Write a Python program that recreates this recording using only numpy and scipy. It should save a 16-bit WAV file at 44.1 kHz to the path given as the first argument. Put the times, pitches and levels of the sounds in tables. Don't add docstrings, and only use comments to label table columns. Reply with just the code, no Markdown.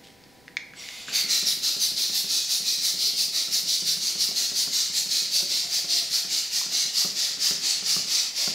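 import sys
import numpy as np
from scipy import signal
from scipy.fft import rfft, irfft, next_fast_len
from scipy.io import wavfile
from scipy.ndimage import uniform_filter1d

SR = 44100
rng = np.random.default_rng(int(sys.argv[2]) if len(sys.argv) > 2 else 0)


def materialize(psi):
    bounded = np.clip(np.atleast_2d(psi).T, -1, 1)
    quanta = np.round(bounded * 32767).astype(np.int16)
    wavfile.write(sys.argv[1], SR, quanta)


N = 376697


def undb(db):
    return 10 ** (np.asarray(db) / 20)


def level(x, db):
    return x * undb(db) / np.sqrt(np.mean(x ** 2))


def bins(size):
    return np.maximum(np.fft.rfftfreq(size, 1 / SR), 1)


def table_gain(table, hz):
    points = np.array(table)
    return undb(np.interp(np.log(hz), np.log(points[:, 0]), points[:, 1]))


def filtered(x, gain):
    return irfft(rfft(x) * gain, len(x))


def noise(gain, size):
    return level(filtered(rng.standard_normal(size), gain), 0)


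def hollow(hz, centre_hz, width_hz):
    return 1 / np.abs(1 + 1j * (hz ** 2 - centre_hz ** 2) / (hz * width_hz))


def walk(rate, size):
    hold = int(SR / rate)
    steps = np.repeat(rng.standard_normal(size // hold + 1), hold)
    return 0.723 * uniform_filter1d(steps, hold)[:size]


def lag(x, tau_s):
    keep = np.exp(-1 / (tau_s * SR))
    return signal.lfilter([1 - keep], [1, -keep], x)


def ring(modes, push_s):
    t = np.arange(int(.15 * SR)) / SR
    y = np.zeros(len(t))
    for hz, db, t60 in modes:
        pitch_hz = hz * (1 + 0.0369 * rng.standard_normal())
        y += undb(db) * np.sin(2 * np.pi * pitch_hz * t) * 1000 ** (-t / t60)
    y *= np.minimum(t / push_s, 1)
    return y / np.abs(y).max()


def add(out, s, x):
    i = int(s * SR)
    out[i:i + len(x)] += x[:len(out) - i]


# [dB per Hz, relative]
VENT_SPECTRUM = [(20, -14), (60, -6.5), (180, -1.5), (330, -4.5), (600, -10), (800, -10), (1150, -20),
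                 (2000, -12), (2800, -18.5), (4500, -14.5), (7500, -23.5), (16000, -27.5)]
# pitch_hz [Hz], side_db [dB re mid]
VENT_SPREAD = [(25, 0), (100, -10.5), (500, -4.5), (1500, -11), (16000, -51)]
# pitch_hz [Hz], level_db [dB rms]
FAN_TONES = [(264, -65.5), (490, -66), (786, -67), (981, -68), (1766, -73)]
VENT_DB = -54


def ventilation():
    size = next_fast_len(N)
    spectrum = table_gain(VENT_SPECTRUM, bins(size))
    mid = noise(spectrum, size) * undb(VENT_DB + walk(7.8, size))
    side = undb(VENT_DB) * noise(spectrum, size)
    side = filtered(side, table_gain(VENT_SPREAD, bins(size)))
    for pitch_hz, db in FAN_TONES:
        phase = 2 * np.pi * np.cumsum(pitch_hz + 2.615 * walk(6, size)) / SR
        mid += level(np.sin(phase), db) * undb(0.5 * walk(3.9, size))
    return np.array([mid + side, mid - side])[:, :N]


# pitch_hz [Hz], t60_s [s], level_db [dB], side_db [dB re mid]
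ROOM_BANDS = [(150, 0.455, -5.5, -8.5), (495, 0.295, -1, -6), (986, 0.51, -3.5, -12),
              (2190, 0.66, -4.5, -10.5), (3495, 0.38, -6.5, -8.5), (5110, 0.484, -5, -13),
              (8320, 0.29, -4, -8), (10200, 0.28, -20.5, -35), (12650, .2, -21, -25.5)]
TABLE_ECHO_S, TABLE_ECHO_DB = .006, -8


def response():
    size = 32768
    t, octave = np.arange(size) / SR, np.log2(bins(size))
    centres = np.log2([row[0] for row in ROOM_BANDS])
    mid, side = np.zeros(size), np.zeros(size)
    for k, (_, t60, db, side_db) in enumerate(ROOM_BANDS):
        share = np.sqrt(np.interp(octave, centres, np.arange(len(ROOM_BANDS)) == k))
        fade = 1000 ** (-t / t60) * np.clip(t / 0.014, 0, 1)
        fade = fade * undb(db) / np.sqrt(np.sum(fade ** 2))
        mid += filtered(rng.standard_normal(size), share) * fade
        side += filtered(rng.standard_normal(size), share) * fade * undb(side_db)
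    mid[0] += 1
    side[0] += .025 * rng.standard_normal()
    echo_s = TABLE_ECHO_S * (1 + .1 * rng.standard_normal())
    mid[int(echo_s * SR)] += undb(TABLE_ECHO_DB)
    return mid, side


def room(x, count=4):
    place = np.arange(N) / SR / .35
    out = np.zeros((2, N))
    for k in range(count):
        near = np.clip(1 - np.abs((place - k + count / 2) % count - count / 2), 0, 1)
        mid, side = (signal.oaconvolve(x * near, h)[:N] for h in response())
        out += [mid + side, mid - side]
    return out


# start_s [s], fade_s [s, time constant], pitch_hz [Hz], width_hz [Hz], level_db [dB rms]
RUSTLE_ROW = (.035, .07, 3400, 3000, -58)


def rustle():
    s, fade_s, centre_hz, width_hz, db = RUSTLE_ROW
    size = int(3 * fade_s * SR)
    slips = rng.standard_normal(size) * undb(2.5 * rng.exponential(1, size))
    slips = slips * (rng.random(size) < .05)
    slips = slips * np.exp(-np.arange(size) / (fade_s * SR))
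    out = np.zeros(N)
    add(out, s, level(filtered(slips, hollow(bins(size), centre_hz, width_hz) ** 2), db))
    return out


# start_s [s], level_db [dB peak of the body], pitch_hz [Hz], bright_db [dB re body]
PLASTIC_TICKS = [(.238, -43, 4590, -1), (.48, -29.5, 1970, -4.5), (.569, -12, 2138, -3),
                 (.736, -34, 1810, -4.5), (.888, -25, 2117, 3), (.893, -37, 2100, -5.5),
                 (1.083, -25.5, 1490, -9), (1.158, -10, 4440, -5), (4.314, -32, 670, -10),
                 (5.405, -33, 750, 10.5), (5.79, -36.5, 700, 8), (6.614, -29, 1080, -6),
                 (6.76, -40, 2050, -10), (7.021, -32, 804, -5.5), (7.379, -39.5, 1440, -8)]
# pitch_hz [Hz], level_db [dB], t60_s [s]
PLASTIC_MODES = [(2787, 5.5, 0.00397), (3468, 7, 0.00366), (4105, 3.5, 0.00412), (4726, -0.5, 0.00484),
                 (5500, -11.5, 0.0031), (6310, -8.5, 0.00624)]


def ticks():
    out = np.zeros(N)
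    for s, db, hz, bright_db in PLASTIC_TICKS:
        body = ring([(hz, 0, .011), (0.911 * hz, -8, .008), (1.067 * hz, -2, .009)], 0.00113)
        add(out, s, undb(db) * (body + undb(bright_db) * ring(PLASTIC_MODES, 0.00088)))
    return out


def narrow_noise(table, sag_per_s, width):
    out = np.zeros(N)
    for s, length, hz, db in table:
        u = np.arange(int(length * SR)) / (length * SR)
        phase = 2 * np.pi * np.cumsum(hz * (1 - sag_per_s * length * u)) / SR
        half_second = SR // 2
        band = 1 / (1 + (2 * bins(half_second) / (width * hz)) ** 2)
        a, b = (noise(band, half_second)[:len(u)] for _ in range(2))
        tone = a * np.cos(phase) + b * np.sin(phase)
        add(out, s, undb(db) * np.sin(np.pi * u ** 0.637) * tone)
    return out


# start_s [s], length_s [s], pitch_hz [Hz], level_db [dB rms at the crest]
STEADY_TONES = [(.76, 0.363, 2122, -48.5), (1.18, 0.109, 2135, -39), (3.512, 0.13, 716.5, -57),
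                (4.57, 0.133, 570, -64.5), (5.321, 0.285, 570, -52), (5.605, .32, 706, -57),
                (5.872, 0.234, 704, -52.5), (6.142, 0.3, 713.3, -54), (6.639, 0.306, 732.5, -56),
                (8.15, 0.184, 788.6, -58.5)]


def hollow_tones():
    return narrow_noise(STEADY_TONES, 0, 0.105)


# start_s [s], length_s [s], pitch_hz [Hz, at the start], level_db [dB rms at the crest]
NECK_WHISTLES = [(.762, .05, 7960, -53.5), (.78, .11, 5740, -45), (1.07, 0.039, 7050, -51.5),
                 (1.125, 0.159, 4720, -26), (1.129, 0.102, 6453, -30), (1.14, 0.048, 11600, -41.5),
                 (1.278, 0.145, 6070, -30), (1.3, 0.132, 4240, -26.5), (1.316, 0.061, 7430, -36),
                 (1.455, 0.042, 5700, -26), (1.458, 0.077, 5330, -24.5), (1.627, .11, 6595, -35),
                 (1.644, 0.124, 5180, -32), (1.793, 0.093, 6275, -27.5), (1.8, 0.063, 11400, -37),
                 (1.966, .063, 4370, -43)]


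def whistles():
    return narrow_noise(NECK_WHISTLES, 0.57, 0.052)


# start_s [s], level_db [dB peak of the low boom]
END_STOPS = [(1.084, -37), (1.244, -32.5), (1.428, -31), (1.572, -35), (1.765, -32), (1.918, -33.5),
             (2.097, -32.5), (2.243, -32), (2.602, -35.5), (2.782, -39), (2.94, -34), (3.134, -37),
             (3.282, -37), (3.483, -34), (3.631, -35.5), (3.823, -32), (3.971, -34), (4.153, -34.5),
             (4.288, -32), (4.517, -32.5), (4.675, -31), (4.898, -36), (5.061, -34.5), (5.22, -38),
             (5.426, -31.5), (5.649, -38), (5.844, -33), (6.022, -40), (6.248, -35), (6.663, -35),
             (6.852, -37), (7.048, -26.5), (7.309, -40), (7.372, -39), (7.509, -25.5), (7.771, -41),
             (7.825, -34.5), (7.965, -26), (8.476, -24)]
# pitch_hz [Hz], level_db [dB], t60_s [s]
BOOM_MODES = [(179.4, -2, 0.0773), (209.46, 1, 0.0832), (270.1, -2, 0.098), (310, -8, 0.042)]
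UPPER_BOOM_MODES = [(347, -4, 0.0302), (392.2, -4.5, 0.0623), (434, -1.5, 0.0165), (570, -4.5, 0.0565)]
STOP_KNOCK_MODES = [(725.5, 1, 0.0204), (1083, -5.5, 0.027), (1173, -8.5, 0.0136), (1340, -3, 0.03),
                    (1690, -33.5, 0.01)]
RATTLE_GLIDE = {"push": -1.56, "pull": 5.98}
UPPER_DB, KNOCK_DB, KNOCK_GROWS_DB_PER_S, RATTLE_DB = -6.5, -5.5, 1.0856, -9.5
RATTLE_UPPER_DB = -1
STOP_SCATTER_DB = 1
USUAL_STOP_DB, RATTLE_LAGS = -32.5, 0.354


def stops():
    out = np.zeros(N)
    chance = rng.random((len(END_STOPS), 2, 5))
    tilts = STOP_SCATTER_DB * rng.standard_normal((len(END_STOPS), 2))
    for (s, db), (gaps, sizes), (upper, knock) in zip(END_STOPS, chance, tilts):
        boom = ring(BOOM_MODES, 0.0006) + undb(UPPER_DB + upper) * ring(UPPER_BOOM_MODES, 0.00259)
        knock_db = KNOCK_DB + KNOCK_GROWS_DB_PER_S * s + knock
        add(out, s, undb(db) * (boom + undb(knock_db) * ring(STOP_KNOCK_MODES, 0.00032)))
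        begins, _, _, way = min(PUMP_STROKES, key=lambda row: abs(row[0] - s))
        rattle_db = db + RATTLE_DB - RATTLE_LAGS * (db - USUAL_STOP_DB)
        for late, size in zip(np.cumsum(.018 + 0.018 * gaps), sizes):
            glide = 1 + RATTLE_GLIDE[way] * max(s + late - begins, 0)
            column = [(hz * glide, mode_db, t60) for hz, mode_db, t60 in BOOM_MODES]
            bounce = ring(column, 0.00587)
            bounce = bounce + undb(RATTLE_UPPER_DB + upper) * ring(UPPER_BOOM_MODES, 0.00242)
            bounce_db = rattle_db - 2.4 * size - 48 * late
            add(out, min(s + late, (N - 1) / SR), undb(bounce_db) * bounce)
    return out


def patchy(size, step_hz, spread_db):
    knots = np.arange(0, SR / 2 + step_hz, step_hz)
    return undb(spread_db * np.interp(bins(size), knots, rng.standard_normal(200)[:len(knots)]))


# [dB per Hz, relative]
EDGE_SPECTRUM = [(5000, -42.5), (7000, -10), (9400, 4), (13000, 2.5), (15200, -1.5), (17000, 1)]


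def edge_hiss(size):
    hz = bins(size)
    lower = np.clip((11500 - hz) / 3000 + .5, 0, 1)
    halves = []
    for share in np.sqrt([lower, 1 - lower]):
        flicker = undb(1.2 * walk(22.4, size))
        halves.append(share * rfft(rng.standard_normal(size) * flicker))
    jet = halves[0] + undb(-0.5) * halves[1]
    return level(irfft(jet * table_gain(EDGE_SPECTRUM, hz) * patchy(size, 497, 1.8), size), 0)


# start_s [s], pressed_s [s, time under pressure], level_db [dB, hiss], direction [push or pull]
PUMP_STROKES = [(.728, 0.255, -45, "pull"), (1.065, .035, -42.5, "pull"), (1.105, 0.0595, -25.5, "push"),
                (1.268, 0.0695, -23.5, "pull"), (1.442, 0.0372, -23.5, "push"),
                (1.605, 0.0625, -23.5, "pull"), (1.778, 0.0484, -22, "push"), (1.945, 0.068, -23, "pull"),
                (2.101, 0.057, -22.5, "push"), (2.256, 0.0992, -23, "pull"), (2.462, 0.057, -22, "push"),
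                (2.62, 0.0853, -23.5, "pull"), (2.79, 0.0646, -21, "push"), (2.959, 0.09, -23, "pull"),
                (3.141, 0.0556, -22, "push"), (3.308, 0.0723, -23.5, "pull"), (3.494, 0.0452, -22, "push"),
                (3.643, 0.0843, -22.5, "pull"), (3.83, 0.0518, -22, "push"), (3.984, 0.0824, -25, "pull"),
                (4.162, 0.0567, -22, "push"), (4.328, 0.082, -23, "pull"), (4.521, 0.0629, -22, "push"),
                (4.691, 0.0943, -23, "pull"), (4.903, 0.0672, -23, "push"), (5.07, 0.0932, -22.5, "pull"),
                (5.284, 0.0708, -20.5, "push"), (5.458, 0.1014, -24, "pull"), (5.675, 0.067, -22.5, "push"),
                (5.859, 0.0947, -22.5, "pull"), (6.077, 0.0648, -21.5, "push"),
                (6.268, 0.0942, -24, "pull"), (6.485, 0.0733, -22.5, "push"), (6.681, .112, -23, "pull"),
                (6.907, 0.0788, -20.5, "push"), (7.126, 0.1038, -24, "pull"), (7.37, .087, -20.5, "push"),
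                (7.594, 0.0997, -23, "pull"), (7.815, 0.0973, -21, "push"), (8.044, 0.1278, -23, "pull"),
                (8.318, 0.107, -24, "push")]
STROKE_WAYS = {"push": (1.1863, -5.5, 1, 4200.5, 70.5), "pull": (0.7428, -9.5, 0.71, 4224.5, 39.5)}
# [dB per Hz, relative]
BARREL_SPECTRUM = [(300, -21), (700, -7.5), (1000, -14), (1410, -6), (1590, -8.5), (1780, -2.5), (2200, 0),
                   (2900, 3), (3600, 3.5), (5000, -16), (7500, -1), (9000, -61.5)]
LONGEST_RISE_S, FALL_S = 0.0923, 0.1285
HIGH_HZ, HIGH_SCATTER, HIGH_DB, HIGH_SCATTER_DB = 5700, 0.065, -6, 1
BARREL_DB, BARREL_GROWS_DB_PER_S = -17.5, 0.92
FULL_STROKE_DB, BARREL_KEEPS = -23, 0.622
LIMP_BARREL_DB, LIMP_S = 8.5, 0.398


def strokes():
    out = np.zeros(N)
    scatter = rng.standard_normal((len(PUMP_STROKES), 2))
    first_push_s = PUMP_STROKES[2][0]
    for (s, pressed, db, way), chance in zip(PUMP_STROKES, scatter):
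        share, edge_db, edge_fades, low_hz, climb = STROKE_WAYS[way]
        rise = min(share * pressed, LONGEST_RISE_S)
        edge_db, low_hz = edge_db - edge_fades * s, low_hz + climb * s
        high_hz = HIGH_HZ * (1 + HIGH_SCATTER * chance[0])
        high_db = HIGH_DB + HIGH_SCATTER_DB * chance[1]
        barrel_db = BARREL_DB + BARREL_GROWS_DB_PER_S * s + BARREL_KEEPS * (FULL_STROKE_DB - db)
        barrel_db += LIMP_BARREL_DB * np.exp(-abs(s - first_push_s) / LIMP_S)

        size = next_fast_len(int((pressed + FALL_S + 0.22) * SR))
        t, hz = np.arange(size) / SR, bins(size)
        up = np.sin(np.pi / 2 * np.clip(t / rise, 0, 1))
        speed = up * np.sin(np.pi / 2 * np.clip((pressed + FALL_S - t) / FALL_S, 0, 1))
        flow = np.maximum(speed, lag(speed, 0.0855))

        blur = 1 - 0.333 * np.exp(-s / 0.924)
        low_gain = hollow(hz, low_hz, 1900 * blur) ** 2 * patchy(size, 254.6, 1.49)
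        low_gain = low_gain / np.hypot(1, (3600 / hz) ** 5)
        low = noise(low_gain, size) * undb(0.73 * walk(74.3, size))
        high_gain = hollow(hz, high_hz, 2200 * blur) ** 2 * patchy(size, 250.9, 2.4)
        high = noise(high_gain, size) * undb(high_db + 1.75 * walk(52.2, size))
        edge_shape = lag(speed ** 2.18, 0.0018) + 0.727 * lag(speed, 0.269)
        edge = edge_hiss(size) * undb(edge_db) * edge_shape
        barrel_gain = table_gain(BARREL_SPECTRUM, hz) * patchy(size, 193.8, 2.4)
        barrel = noise(barrel_gain, size) * undb(barrel_db)

        gusts = undb(0.47 * walk(91.4, size))
        jet = (low + high) * flow ** 1.955 + edge + barrel * flow ** 1.426
        add(out, s, undb(db) * gusts * jet)
    return out


def scene():
    pump = strokes() + whistles() + hollow_tones() + stops() + ticks() + rustle()
    pump = signal.sosfilt(signal.butter(3, 140, "high", fs=SR, output="sos"), pump)
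    return room(pump) + ventilation()


def record(dry):
    loud = np.sqrt(lag(np.mean(dry ** 2, axis=0), 0.514))
    wet = dry * (1 + loud / 0.0362) ** -.25 * undb(np.array([[-.15], [.15]]))
    return signal.sosfiltfilt(signal.ellip(10, .1, 50, 15700, fs=SR, output="sos"), wet)


dry = scene()
out = record(dry)
materialize(out)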